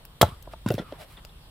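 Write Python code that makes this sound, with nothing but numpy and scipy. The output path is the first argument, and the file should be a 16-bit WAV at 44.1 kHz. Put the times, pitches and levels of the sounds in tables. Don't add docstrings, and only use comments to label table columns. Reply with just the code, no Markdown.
import sys
import numpy as np
from scipy import signal
from scipy.fft import rfft, irfft
from scipy.io import wavfile
from scipy.ndimage import uniform_filter1d

SR = 44100
rng = np.random.default_rng(int(sys.argv[2]) if len(sys.argv) > 2 else 0)


def generate_wav(signal):
    frames = np.transpose(np.atleast_2d(signal))
    scaled = np.clip(frames, -1, 1) * 32767
    pcm = np.round(scaled).astype(np.int16)
    wavfile.write(sys.argv[1], SR, pcm)


def ratio_of_db(decibels):
    return 10 ** (np.asarray(decibels, float) / 20)


N = 66150

HARD_RISE_S, THUD_RISE_S, TAP_RISE_S = 0.00027, 0.001, 0.002
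SPLIT_T60, POP_T60 = 0.012, 0.026
WIDTH_DB = -5.5

# frequency in Hz, density in dB per Hz.
SNAP_SPECTRUM = [(600, -3), (1000, -3.5), (2560, -4), (4500, -6), (6700, -5.5), (9000, -12), (14500, -8),
                 (16500, -18.5)]


def burst(db, hold_s, slope_db, t60):
    size, rise_s = 2048, 0.0004
    patch_db, patch_hz = 3.0, 600
    t = np.arange(size) / SR
    decay = ratio_of_db(-60 * np.maximum(t - hold_s, 0) / t60)
    shape = np.minimum(t / rise_s, 1) * decay
    patches = rng.standard_normal(size // 2 + 1)
    patches = evened(uniform_filter1d(patches, size=round(patch_hz * size / SR)))
    grit = irfft(rfft(pair(size, grit_db=3.5)) * ratio_of_db(patch_db * patches))
    return ratio_of_db(db) * shape * coloured(grit, SNAP_SPECTRUM, slope_db)


def ring(db, hz, t60, rise_s, sag=0.):
    sag_s = 0.006
    t = np.arange(round(.3 * SR)) / SR
    turns = np.cumsum(hz * (1 + sag * np.exp(-t / sag_s))) / SR
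    return ratio_of_db(db - 60 * t / t60) * (1 - np.exp(-t / rise_s)) * np.sin(2 * np.pi * turns)


def knock(db, hz, t60, rise_s):
    blunt_push = ring(db - 9, 0.55 * hz, 0.019, rise_s)
    return ring(db, hz, t60, rise_s) + blunt_push


def strike(db, modes, slope_db=0.):
    out = 0
    for hz, own_db, t60 in modes:
        tilt_db = slope_db * np.log2(hz / 3000)
        out = out + ring(db + own_db + tilt_db, hz, t60, HARD_RISE_S)
    return out


SPLIT_TIMES = [
    .2125,
    .2177,
    .2271,
    .2312,
]
# level in dB, hold in seconds, brightness in dB per octave.
SPLIT_BURSTS = [(-13, 0.0048, -1.5), (-12, 0.0012, 3), (-26, 0.0034, 1), (-31.5, 0.0031, 1)]
# start in seconds, level in dB, hold in seconds,
# brightness in dB per octave.
CRACKS = [(0.4552, -55, 0.005, -7), (0.529, -50, 0.006, -4), (0.6612, -40, 0.004, -2),
          (0.675, -38, 0.0028, -4), (0.6861, -32.5, 0.0031, 2), (0.7034, -34, 0.002, -3),
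          (.716, -41, 0.00099, 6), (0.721, -42, 0.0036, 13), (0.739, -40, 0.003, 6),
          (0.751, -41.5, 0.0023, 1), (0.78, -42, 0.016, -4), (.923, -46, 0.001, -8)]


def splitting():
    out = np.zeros((2, N))
    for s, (db, hold_s, slope_db) in zip(SPLIT_TIMES, SPLIT_BURSTS):
        add(out, s, burst(db, hold_s, slope_db, SPLIT_T60))
    for s, db, hold_s, slope_db in CRACKS:
        add(out, s, burst(db, hold_s, slope_db, SPLIT_T60))
    return out


# frequency in Hz, level in dB, t60 in seconds.
BLADE_MODES = [(3277, -15, 0.025), (3860, -13, 0.015), (4840, -16.5, .02), (2073, -16, 0.02),
               (11620, -17, 0.02), (9050, -19, 0.035)]
# start in seconds, level in dB, pitch in Hz, t60 in seconds.
SPRING = [(.2165, -12, 3290, .03), (.217, -14, 3870, .02), (.2175, -13, 7300, .016),
          (.2155, -11, 1346, .015), (.2155, -19, 2160, .016), (.2145, -19, 6315, .02),
          (.2275, -19, 1066, .04), (.2275, -27, 6200, .02), (.2275, -22, 1490, .04)]
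# start in seconds, level in dB, pitch in Hz, t60 in seconds.
CHINKS = [(1.1708, -40.5, 3570, 0.032), (1.177, -42, 3300, 0.024), (1.174, -52, 1920, 0.05),
          (1.189, -56, 3800, 0.015), (1.293, -47.5, 3450, 0.029), (1.297, -52.5, 3840, 0.033)]


def blade():
    out = np.zeros((2, N))
    add(out, 0.2135, strike(0, BLADE_MODES))
    for s, db, hz, t60 in SPRING + CHINKS:
        add(out, s, ring(db, hz, t60, HARD_RISE_S))
    return out


# start in seconds, level in dB, pitch in Hz, t60 in seconds.
KNOCKS = [(0.2126, -10, 526, 0.038), (.2142, -8.5, 615, 0.019), (.2265, -5, 681, 0.053),
          (.2275, -9, 860, 0.051), (.228, -11.5, 614, 0.059), (.229, -9, 1333, 0.02),
          (.240, -19, 606, 0.023), (.6615, -26, 1010, 0.04), (.7045, -19, 500, 0.045),
          (.7105, -21, 620, 0.045), (.7215, -26.5, 553, 0.07), (.712, -27, 710, .04),
          (.7428, -24, 390, 0.025), (.794, -37, 1384, 0.06), (.787, -35.5, 1945, 0.053),
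          (.706, -33, 2754, 0.033), (.677, -37, 1550, .04), (.678, -37, 3700, 0.015),
          (.686, -28.5, 1520, 0.014), (.686, -31.5, 2710, 0.027), (.709, -35, 1435, .04),
          (.722, -38, 3500, 0.012), (.662, -30, 571, .03), (.7525, -43, 2600, .02),
          (.9232, -35, 3200, .008), (.9232, -37, 4100, .006), (.7398, -37, 5600, .014),
          (.684, -38, 5240, .02), (.2135, -13, 370, .022), (.2285, -16, 540, .05),
          (0.2271, -10.5, 405, 0.021)]
# start in seconds, level in dB, pitch in Hz, t60 in seconds.
TAPS = [(.4738, -23, 640, .014), (.475, -29, 950, .014), (.5352, -24, 660, .018), (.5352, -25, 1200, .013),
        (.7808, -8.5, 545, .014), (.9232, -17, 580, .017), (.9298, -26, 450, .018), (.7945, -21, 486, .03),
        (.7905, -24, 750, .022), (.8215, -21, 440, .012), (.831, -29, 450, .015), (.799, -26, 700, .02),
        (.687, -23, 260, .03), (.811, -29, 350, .02), (.538, -33, 900, .03), (.2855, -27, 170, .04)]


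def tumbling_pieces():
    out = np.zeros((2, N))
    for s, db, hz, t60 in KNOCKS:
        add(out, s, knock(db, hz, t60, HARD_RISE_S))
    for s, db, hz, t60 in TAPS:
        add(out, s, knock(db, hz, t60, TAP_RISE_S))
    return out


# start in seconds, level in dB, pitch in Hz, t60 in seconds.
THUDS = [(.232, -8.5, 82, 0.1), (.227, -13, 180, 0.056), (0.229, -21, 290, 0.05), (0.276, -30, 88.5, 0.098),
         (0.321, -29.5, 81, 0.09), (0.6614, -10, 187, 0.046), (0.667, -17.5, 98, 0.065),
         (0.703, -15.5, 114, 0.0674), (.706, -14.5, 335, 0.045), (.742, -11.5, 142, 0.02),
         (.738, -21, 100, 0.1), (0.797, -17.5, 170, 0.034), (0.801, -25, 300, 0.023),
         (0.9239, -33, 270, 0.035)]


def thuds():
    out = np.zeros((2, N))
    for s, db, hz, t60 in THUDS:
        add(out, s, ring(db, hz, t60, THUD_RISE_S, sag=0.25))
    return out


# start in seconds, level in dB, brightness in dB per octave.
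TICKS = [(.6615, -36, -2), (.6685, -41, -1), (.6775, -44, -1), (.6858, -32, 1), (.6895, -35, 1),
         (.7036, -29, -2.5), (.7165, -44, 4), (.7215, -46, 0), (.7398, -39, 7), (.7445, -46, 3),
         (.7522, -44, 3), (.9232, -44, -2), (.5357, -47, -3), (.4565, -53, -4)]
# frequency in Hz, level in dB, t60 in seconds.
STICK_MODES = [(1430, 0, .02), (1850, -6, .012), (2420, -6, .015), (2700, -1, .025), (3700, -2, .014),
               (4850, -5, .012), (5500, -8, .012), (7200, -10, .01)]


def stick_ticks():
    out = np.zeros((2, N))
    for s, db, slope_db in TICKS:
        add(out, s, strike(db, STICK_MODES, slope_db))
    return out


# start in seconds, level in dB.
CHATTER = [(.7805, -40), (.7848, -36), (.7883, -32), (.7918, -35), (.7953, -38), (.799, -40), (.8025, -45)]
# frequency in Hz, level in dB, t60 in seconds.
EDGE_MODES = [(1400, -8, .014), (1930, -2, .016), (3400, 2, .011), (5400, -12, .01)]


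def baton_chatter():
    out = np.zeros((2, N))
    for s, db in CHATTER:
        add(out, s, strike(db, EDGE_MODES))
    return out


def blow_tail():
    size, db, t60 = 20000, -35, 0.33
    out, t = np.zeros((2, N)), np.arange(size) / SR
    noise = coloured(pair(size, grit_db=2.5), HISS_SPECTRUM, -1.4)
    add(out, .222, ratio_of_db(db - 60 * t / t60) * noise)
    return out


# start in seconds, length in seconds, level in dB, top in Hz.
DRAGS = [(0.656, 0.056, -45, 4020), (0.5, 0.055, -52, 5000), (.645, 0.18, -49.5, 9000),
         (.765, 0.085, -46.5, 2930), (0.798, 0.25, -54.5, 3220), (0.967, 0.1, -47, 7050),
         (1.044, 0.15, -55.5, 9300), (1.16, 0.052, -50, 2000)]
# frequency in Hz, density in dB per Hz.
RUB_SPECTRUM = [(250, -10.5), (680, -8.5), (3200, -9.5), (6400, -16), (11200, -8.5), (14000, -10.5)]


def drags():
    size, out = 12000, np.zeros((2, N))
    for s, length_s, db, top_hz in DRAGS:
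        u = np.clip(np.arange(size) / SR / length_s, 0, 1)
        swell = np.sin(np.pi * u) ** 2
        grit = coloured(pair(size, grit_db=1.2), RUB_SPECTRUM, 0., top_hz)
        add(out, s, ratio_of_db(db) * swell * grit)
    return out


# time in seconds, pitch in Hz, level in dB.
HOLLOW = [(.255, 760, -60), (.285, 930, -46), (.32, 1170, -50), (.37, 1260, -63), (.4, 1260, -110),
          (.79, 1377, -110), (0.801, 1377, -64), (.855, 1290, -53), (.93, 1081, -56.5), (.965, 856, -62),
          (1.013, 650, -44), (1.068, 580, -60.5)]


def hollow():
    width_hz, octave_db = 190, -17
    t = np.arange(N) / SR
    s, hz, db = np.transpose(HOLLOW)
    turn = np.exp(2j * np.pi * np.cumsum(np.interp(t, s, hz)) / SR)
    r = np.exp(-np.pi * width_hz / SR)
    slow = signal.lfilter([1], [1, -2 * r, r * r], rng.standard_normal((4, N)) / turn)
    hum = (turn * slow[:2] + ratio_of_db(octave_db) * turn ** 2 * slow[2:]).real
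    hum = hum[0] + 0.48 * np.array([hum[1], -hum[1]])
    return evened(hum) * ratio_of_db(np.interp(t, s, db, -120, -120))


# start in seconds, level in dB, brightness in dB per octave, pan in dB.
POPS = [(0.0522, -43.5, 8.5, 4.5), (0.4242, -40.5, 8, 4), (1.123, -56, 8, 9), (1.2493, -41, 1, 6)]
# start in seconds, level in dB, pitch in Hz, t60 in seconds.
POP_RINGS = [(.0505, -45, 2750, .015), (.0505, -47, 1600, .015), (1.2495, -47, 2650, .02),
             (1.2495, -39, 600, .015), (1.2495, -40, 1300, .012), (.4245, -48, 3100, .012)]


def fire():
    rings = np.zeros((2, N))
    for s, db, hz, t60 in POP_RINGS:
        add(rings, s, ring(db, hz, t60, HARD_RISE_S))
    out = without_lows(rings, 77)
    for s, db, slope_db, pan_db in POPS:
        pan = ratio_of_db([[pan_db / 2], [-pan_db / 2]])
        add(out, s, burst(db, 0.00026, slope_db, POP_T60) * pan)
    return out


# frequency in Hz, t60 in seconds.
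SCATTER_DECAY = [(100, 0.21), (600, 0.11), (1300, .18), (3500, 0.17), (9000, 0.1), (16000, 0.12)]


def scatter(x):
    size, likeness, wide_hz = SR // 2, 0.67, 300
    taps = np.zeros((2, size))
    at = np.arange(200, size - 20, 20)
    places = at + rng.integers(0, 20, (2, len(at)))
    np.put_along_axis(taps, places, rng.choice([-1., 1.], (2, len(at))), 1)
    apart = without_lows(taps[1], wide_hz)
    taps = taps[0] + likeness * np.array([apart, -apart])
    hz, t, z = signal.stft(taps, SR, nperseg=256)
    decay = ratio_of_db(-60 * t / read(SCATTER_DECAY, hz)[:, None])
    tail = signal.istft(z * decay, SR, nperseg=256)[1]
    return signal.fftconvolve(x, tail / np.linalg.norm(tail[0]), axes=1)[:, :N]


# time in seconds, level in dB.
WIND = [(0.0, -52), (0.472, -48), (1.5, -50)]
# frequency in Hz, density in dB per Hz.
RUMBLE_SPECTRUM = [(15, -14.5), (50, -0.5), (90, -10.5), (150, -10.5), (210, -22.5), (400, -32)]


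def wind():
    low = rng.standard_normal(N) + 0.13 * rng.standard_normal((2, N))
    closed = list(RUMBLE_SPECTRUM) + [(700, -59)]
    return ratio_of_db(np.interp(np.arange(N) / SR, *np.transpose(WIND))) * coloured(low, closed)


# frequency in Hz, density in dB per Hz.
HISS_SPECTRUM = [(420, -10.5), (1050, -9.5), (2300, -18), (3300, -11.5), (6400, -24), (8500, -19),
                 (12500, -20), (15500, -21), (16000, -50.5)]
# frequency in Hz, left-right likeness from -1 to 1.
LIKENESS = [(60, 0.57), (180, 0.072), (550, 0.91), (1650, 0.054), (4970, -0.5), (15000, 0.01)]


def night_hiss():
    db, drift_db = -56.5, 1.7
    frames, hz = N // 256 + 5, np.fft.rfftfreq(1024, 1 / SR)
    a, b, c, d, patches = rng.standard_normal((frames, 513, 5)).T
    patches = uniform_filter1d(patches, size=14, axis=0)
    patches = evened(uniform_filter1d(patches, size=14, axis=1))
    same = np.clip(read(LIKENESS, hz), -1, 1)[:, None]
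    left = a + 1j * b
    right = same * left + np.sqrt(1 - same ** 2) * (c + 1j * d)
    z = np.array([left, right]) * ratio_of_db(drift_db * patches)
    air = signal.istft(z, nperseg=1024, noverlap=768)[1][:, :N]
    return ratio_of_db(db) * coloured(air, HISS_SPECTRUM)


def evened(x):
    return x / np.sqrt(np.mean(x ** 2) + 1e-20)


def read(points, hz):
    f, value = np.transpose(points)
    return np.interp(np.log(hz + 1), np.log(f + 1), value)


def add(mix, s, sound):
    part = mix[..., round(s * SR):][..., :sound.shape[-1]]
    part += sound[..., :part.shape[-1]]


def without_lows(x, hz):
    return signal.sosfilt(signal.butter(2, hz, "high", fs=SR, output="sos"), x)


def coloured(x, points, slope_db=0., top_hz=20200.0):
    hz = np.fft.rfftfreq(x.shape[-1], 1 / SR)
    tilt_db = slope_db * np.log2(np.clip(hz, 500, None) / 4000)
    db = read(points, hz) + tilt_db - 40 * (hz < points[0][0] / 2)
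    return evened(irfft(rfft(x) * ratio_of_db(db) / (1 + (hz / top_hz) ** 2), x.shape[-1]))


def pair(size, grit_db=0.):
    mid, side = rng.standard_normal((2, size))
    lumps = evened(uniform_filter1d(rng.standard_normal(size), size=40))
    return ratio_of_db(grit_db * lumps) * (mid + ratio_of_db(WIDTH_DB) * np.array([side, -side]))


def scene():
    log = splitting() + blade() + tumbling_pieces() + thuds() + stick_ticks() + baton_chatter() + blow_tail()
    near = without_lows(log, 77) + fire()
    return near + ratio_of_db(-17.5) * scatter(near) + drags() + hollow() + wind() + night_hiss()


def band_limit(x):
    return signal.sosfilt(signal.butter(12, 16820, fs=SR, output="sos"), x)


def record(dry):
    notch_hz, notch_width_hz, notch_db, edge_hz, ceiling = 6520, 520, -6, 16200, 0.96
    hz = np.fft.rfftfreq(N, 1 / SR)
    dip = notch_db * np.exp(-((hz - notch_hz) / notch_width_hz) ** 2)
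    x = irfft(rfft(dry) * ratio_of_db(dip), N)
    band = signal.firwin(511, edge_hz, window=("kaiser", 9), fs=SR)
    x = signal.oaconvolve(x, band[None], "same")
    return band_limit(np.clip(x, -ceiling, ceiling))


dry = scene()
out = record(dry)
generate_wav(out)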